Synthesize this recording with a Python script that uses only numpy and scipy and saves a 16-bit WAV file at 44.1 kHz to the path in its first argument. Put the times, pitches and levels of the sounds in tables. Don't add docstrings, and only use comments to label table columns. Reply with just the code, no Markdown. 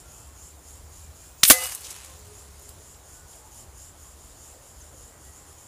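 import sys
import numpy as np
from scipy import signal
from scipy.fft import rfft, irfft, next_fast_len
from scipy.io import wavfile
from scipy.ndimage import uniform_filter1d, map_coordinates

SR = 44100
rng = np.random.default_rng(int(sys.argv[2]) if len(sys.argv) > 2 else 0)


def wav_out(sig):
    wavfile.write(sys.argv[1], SR, np.round(np.clip(np.atleast_2d(sig).T, -1, 1) * 32767).astype(np.int16))


def voltage_ratio(decibels):
    exponent = np.asarray(decibels, float) / 20
    return 10 ** exponent


N = 250047

# start in seconds, peak in dB, t60 in seconds,
# centre in Hz, width in Hz.
IMPACT_BURSTS = [
    (1.4995, 4, .093, 10000, 7500),
    (1.4996, -3, 0.085, 3400, 4600),
    (1.504, -2, .035, 1194, 1600),
    (1.509, -9, .095, 8500, 5860),
    (1.5, -4, .044, 272.3, 260),
    (1.505, -6, .03, 695, 296),
]


def unit(x):
    return x / np.sqrt(np.mean(x ** 2) + 1e-20)


def level_curve(rows):
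    s, db = np.transpose(rows)
    return np.interp(np.arange(N) / SR, s, db)


def during(rows):
    t = np.arange(N) / SR
    inside = (t > rows[0][0]) & (t < rows[-1][0])
    return uniform_filter1d(inside * 1., size=40)


def arch(s, length, sharp):
    u = np.clip((np.arange(N) / SR - s) / length, 0, 1)
    return u, np.abs(np.sin(np.pi * u)) ** sharp


def wobble(rate, count=N):
    knots = rng.standard_normal(int(count * rate / SR) + 4)
    return map_coordinates(knots, [np.arange(count) * rate / SR])


def filtered(x, response):
    m = next_fast_len(len(x) + 8192)
    return irfft(rfft(x, m) * response(np.fft.rfftfreq(m, 1 / SR)), m)[:len(x)]


def resonance(hz, width_hz):
    return lambda f: 1j * f * width_hz / (hz * hz - f * f + 1j * f * width_hz)


def rush(spectrum, patchy_db):
    z = signal.stft(rng.standard_normal(N), nperseg=512)[2]
    patches = uniform_filter1d(rng.standard_normal(z.shape), size=6, axis=0)
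    patches = uniform_filter1d(patches, size=10, axis=1)
    x = signal.istft(z * voltage_ratio(patchy_db * unit(patches)), nperseg=512)[1][:N]
    hz, db = np.transpose(spectrum)
    return unit(filtered(x, lambda f: voltage_ratio(np.interp(np.log(f + 1), np.log(hz), db))))


def bursts(rows):
    grain_db = 2
    out, t = np.zeros(N + SR), np.arange(SR // 4) / SR
    for s, db, rise, t60, hz, width_hz in rows:
        grain_gain = voltage_ratio(grain_db * np.repeat(rng.standard_normal(len(t) // 25), 25))
        grains = rng.standard_normal(len(t)) * grain_gain
        band = resonance(hz, width_hz)
        puff = unit(filtered(grains, lambda f: band(f) ** 2))
        size = voltage_ratio(db - 3 - 60 * t / t60) * (1 - np.exp(-t / rise))
        out[round(s * SR):][:len(t)] += size * puff
    return out[:N]


def blows(rows):
    rise_cycles = 1.5
    return bursts([(s, db, rise_cycles / hz, t60, hz, wide) for s, db, t60, hz, wide in rows])


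def glide(s, length, first_hz, last_hz, db, drift_hz, flutter_db):
    n, out = round(length * SR), np.zeros(N + 2 * SR)
    u = np.arange(n) / n
    hz = first_hz + (last_hz - first_hz) * u + drift_hz * wobble(30, count=n)
    size = np.sin(np.pi * u) ** 0.57 * voltage_ratio(db + flutter_db * wobble(25, count=n))
    out[SR + round(s * SR):][:n] = size * np.sin(2 * np.pi * np.cumsum(hz) / SR)
    return out[SR:SR + N]


def wind():
    # time in seconds, buffet level in dB.
    gusts = [(0, -51.5), (1.04, -52.5), (1.85, -52.5), (2.24, -50.5), (3.06, -53), (3.89, -51.5),
             (4.4, -53), (5.27, -52), (5.67, -54)]
    # frequency in Hz, density in dB per Hz.
    rumble_spectrum = [(12, -42), (22, -16), (40, -8), (72, 2.5), (103, -9), (216, -23), (320, -45.5),
                       (550, -120)]
    distance_spectrum = [(70, -33.5), (120, -4.5), (210, -14.5), (280, -9.5), (600, -10), (1050, -12),
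                         (2000, -20.5), (5000, -43.5)]
    grass_spectrum = [(800, -41.5), (2000, -7.5), (3600, -4), (6000, -2.5), (9000, -1), (13000, -7.5),
                      (15700, -4.5), (18000, -23)]
    distance_db, grass_db = -56, -58
    buffet = voltage_ratio(level_curve(gusts) + 0.94 * wobble(6.5)) * rush(rumble_spectrum, patchy_db=1.36)
    distance = voltage_ratio(distance_db + .45 * wobble(3.15)) * rush(distance_spectrum, patchy_db=1.3)
    grass = voltage_ratio(grass_db + .48 * wobble(3.15)) * rush(grass_spectrum, patchy_db=1.7)
    return buffet + distance + grass


def insects():
    # middle in seconds, length in seconds, level in dB, brightness in dB.
    strokes = [(-.02, .16, -53.5, 3.5), (.18, 0.31, -51.5, 1), (0.441, .22, -50, -1.5), (.72, 0.22, -52, 1),
               (.99, 0.24, -53, 1), (1.24, .22, -53, 1), (1.45, 0.19, -51, -1), (1.72, .24, -54.5, 1),
               (1.9, 0.22, -55, -3), (2.169, 0.24, -58, -8), (2.39, 0.2, -52.5, -0.5),
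               (2.664, 0.22, -53.5, 1.5), (2.878, 0.27, -53, -0.5), (3.14, .26, -52.5, 0.5),
               (3.341, 0.18, -52.5, 2), (3.47, .1, -57, 0), (3.58, 0.17, -50.5, 2.5),
               (3.834, 0.22, -49.5, -0.5), (4.06, 0.23, -53.5, 1), (4.246, 0.3, -55.5, 0.5),
               (4.47, .28, -51.5, -1), (4.68, .18, -54.5, -0.5), (4.84, 0.28, -56, 0),
               (5.03, .26, -52, -0.5), (5.26, .18, -55, 2), (5.38, .18, -52, -0.5), (5.5, .14, -55.5, 1.5),
               (5.62, .2, -53.5, -1.5)]
    # centre in Hz, width in Hz, level in dB.
    side_bands = [(3030, 700, -9.5), (5260, 1500, -7.5), (9490, 1870, -1.5), (12320, 1300, -11)]
    wing_mid_hz, climb_hz, half_width_hz = 7120, 450, 695
    swell_sharpness, rest_db = 2.1, -61
    sides_mid_db, sides_fade_db = -3, 1
    power, lean, bright = np.full(N, voltage_ratio(2 * rest_db)), np.zeros(N), np.zeros(N)
    for s, length, db, bright_db in strokes:
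        u, swell = arch(s - length / 2, length, swell_sharpness)
        stroke_power = voltage_ratio(2 * db) * swell
        power += stroke_power
        lean += stroke_power * (u - .5)
        bright += stroke_power * bright_db
    along = lean / power

    teeth = (rng.random(N) < 1500 / SR) * voltage_ratio(3.5 * rng.standard_normal(N))
    clicks = teeth + .25 * rng.standard_normal(N)
    turn = np.exp(2j * np.pi * np.cumsum(wing_mid_hz + 2 * climb_hz * along) / SR)

    def low(x):
        return filtered(x, lambda f: 1 / (1 + 1j * f / half_width_hz) ** 3)

    main = low(clicks * turn.real) * turn.real + low(clicks * turn.imag) * turn.imag

    def side_response(f):
        return sum(voltage_ratio(db) * np.abs(resonance(hz, width)(f)) ** 2 for hz, width, db in side_bands)

    sides = filtered(clicks[::-1], side_response)
    sides_db = sides_mid_db - 2 * sides_fade_db * along + bright / power
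    return np.sqrt(power) * voltage_ratio(0.57 * wobble(25)) * (unit(main) + voltage_ratio(sides_db) * unit(sides))


def engine():
    # start in seconds, length in seconds, first Hz, last Hz, level in dB.
    firing_note = (-.3, 1.6, 60, 81, -50)
    return glide(*firing_note, drift_hz=0.95, flutter_db=2.0)


def birds():
    # start in seconds, length in seconds, first Hz, last Hz, level in dB.
    whistles = [(.02, .34, 2490, 2760, -67), (.97, .16, 2500, 2310, -69), (1.1, .42, 2300, 2680, -67),
                (.04, .12, 1385, 1380, -63), (.25, .12, 1095, 1092, -61), (1.72, .36, 415, 415, -61),
                (2.12, .38, 415, 415, -56), (2.45, .45, 415, 410, -62), (2.04, .18, 535, 505, -59),
                (2.06, .1, 1053, 1053, -56), (3.1, .22, 1485, 1462, -60), (3.38, .16, 850, 860, -58),
                (3.57, .14, 805, 790, -61), (4.48, .22, 450, 600, -59), (4.65, .3, 590, 585, -65),
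                (4.9, .15, 580, 445, -59), (5.0, .2, 1940, 1930, -68), (5.22, .16, 1925, 1925, -65),
                (5.11, .11, 1565, 1555, -66), (5.28, .2, 2110, 2115, -69), (5.3, .34, 820, 810, -64),
                (4.805, .022, 6700, 6000, -47), (1.84, .22, 2605, 2600, -60), (1.98, .09, 4800, 4800, -60)]
    return sum(glide(*row, drift_hz=4.3, flutter_db=1.8) for row in whistles)


def report():
    # start in seconds, peak in dB, t60 in seconds, centre in Hz, width in Hz.
    muzzle_bursts = [
        (1.4318, -9, .016, 4000, 4960),
        (1.4333, -1, .023, 3300, 2210),
        (1.4362, 3, .014, 6400, 3500),
        (1.4385, -1, .012, 5500, 5000),
        (1.441, -13, .27, 9000, 9000),
        (1.4335, -7, .026, 9800, 4000),
        (1.441, -22, .2, 2780, 2500),
        (1.4336, -11, .018, 1300, 1300),
        (1.4334, -6, .014, 6000, 3000),
    ]
    return blows(muzzle_bursts)


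def slaps():
    # time in seconds, peak in dB, centre in Hz.
    pulses = [(1.4333, -4.5, 3000), (1.437, -26.5, 163.8), (1.452, -0.5, 4975), (1.4554, -8, 4000),
              (1.499, -4.5, 4016), (1.5014, -9, 596), (1.5063, -11.5, 807), (1.5092, -13.5, 308),
              (1.53, -11, 9000), (2.6915, -29.5, 8500), (1.51, -29.5, 44), (1.507, -23, 150)]
    t, out = np.arange(N) / SR, np.zeros(N)
    for s, db, hz in pulses:
        u = 3.74 * hz * (t - s)
        out -= voltage_ratio(db) * (1 - u * u) * np.exp(-u * u / 2)
    return out


def pellet_flight():
    # time in seconds, level in dB.
    approach = [
        (1.445, -31),
        (1.47, -22.5),
        (1.484, -11.5),
        (1.493, -11.5),
        (1.497, -14),
        (1.5, -21),
    ]
    # frequency in Hz, density in dB per Hz.
    hiss_spectrum = [(600, -48), (1500, -27), (3500, -20), (6500, -20), (9200, -5.5), (12000, -8),
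                     (15300, -6.5)]
    size = voltage_ratio(level_curve(approach) + 3.2 * wobble(900)) * during(approach)
    return size * rush(hiss_spectrum, patchy_db=2.5)


def impact():
    return blows(IMPACT_BURSTS)


def backstop():
    # mode in Hz, level in dB, t60 in seconds, swell in seconds, stop in seconds.
    modes = [(515, -30, .59, .0096, 1.665), (734, -34.5, 0.68, 0.028, 1.67), (870, -46.5, 1.4, .02, 1.66),
             (1230, -32.5, 0.45, 0.0089, 1.8), (1276, -41, 1.5, 0.14, 1.645), (2024, -20, .36, 0.015, 1.66),
             (2606, -38.5, 0.63, .01, 2), (2905, -9, 0.33, 0.15, 1.84)]
    struck = IMPACT_BURSTS[0][0]
    t = np.maximum(np.arange(N) / SR - struck, 0)
    out = np.zeros(N)
    for hz, db, t60, swell, stop in modes:
        damped_db = -60 * np.maximum(t + struck - stop, 0) / 0.039
        size = voltage_ratio(db - 60 * t / t60 + damped_db + 2.2 * wobble(45)) * np.minimum(t / swell, 1) ** 4
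        out += size * np.sin(2 * np.pi * hz * t + .3 * wobble(60))
    return out


def field_answer():
    # time in seconds, level in dB.
    fading = [(1.5, -10.5), (1.55, -28), (1.64, -32), (1.77, -41.5), (1.8, -47.5), (1.86, -42.5),
              (2.1, -48.5), (2.14, -52), (2.9, -62)]
    # frequency in Hz, density in dB per Hz.
    field_spectrum = [(200, -48.5), (400, -23), (800, -15), (2200, -15), (5000, -14), (8000, -9),
                      (10300, -9), (15300, -20.5)]
    air_hz, dull_from_s, dull_over_s, dull_share = 10400, 1.78, .12, 0.67
    field = rush(field_spectrum, patchy_db=1.5)
    far = dull_share * np.clip((np.arange(N) / SR - dull_from_s) / dull_over_s, 0, 1)
    field = field - far * filtered(field, lambda f: 1 / (1 + (air_hz / (f + 1)) ** 6))
    return voltage_ratio(level_curve(fading) + 1.1 * wobble(90) + 2.36 * wobble(500)) * during(fading) * field


def echoes():
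    # start in seconds, peak in dB, t60 in seconds, centre in Hz.
    returns = [(1.634, -18.5, 0.052, 9500), (1.662, -21, .06, 9500), (1.706, -29.5, .15, 7050),
               (1.727, -26.5, 0.035, 7530), (1.7476, -18.5, .04, 9550), (1.805, -33, 0.064, 9000),
               (1.84, -29.5, .1, 5840), (1.838, -39, 0.31, 3200), (1.865, -32, 0.063, 6000),
               (1.9017, -27, 0.082, 7400), (1.93, -47, 0.96, 2700), (2.62, -42, 0.046, 11000),
               (2.693, -46, 0.089, 10840)]
    rise_share, wide_share = 0.051, 0.88
    return bursts([(s, db, rise_share * t60, t60, hz, wide_share * hz) for s, db, t60, hz in returns])


def scraps():
    # start in seconds, peak in dB, centre in Hz.
    ticks = [(1.778, -37.5, 7500), (1.927, -40, 12000), (1.962, -41.5, 13000), (2.007, -49, 11970),
             (2.047, -35, 10000), (2.058, -39, 9040), (2.105, -43, 11000), (2.175, -44, 13100),
             (2.19, -41.5, 13000), (2.25, -46.5, 13000), (2.272, -43, 11000), (2.39, -45, 14500),
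             (2.595, -41, 12070), (2.6903, -28.5, 9500), (2.6903, -44, 4000), (2.944, -42, 4000),
             (3.33, -45, 3500)]
    rise_s, t60_s, wide_share = .001, .02, .6
    return bursts([(s, db, rise_s, t60_s, hz, wide_share * hz) for s, db, hz in ticks])


def scene():
    ambience = wind() + insects() + engine() + birds()
    shot = report() + slaps() + pellet_flight() + impact()
    aftermath = backstop() + field_answer() + echoes() + scraps()
    return (ambience + shot + aftermath)[None]


def roll_off(x):
    return signal.sosfilt(signal.butter(12, 15400, fs=SR, output="sos"), x)


def record(dry):
    saturated = dry / (1 + np.abs(dry) ** 8) ** (1 / 8)
    limited = filtered(saturated[0], lambda f: np.where(f < 15420, 1, voltage_ratio(-40)))[None]
    return roll_off(np.clip(limited, -1, 1))


dry = scene()
out = record(dry)
wav_out(out)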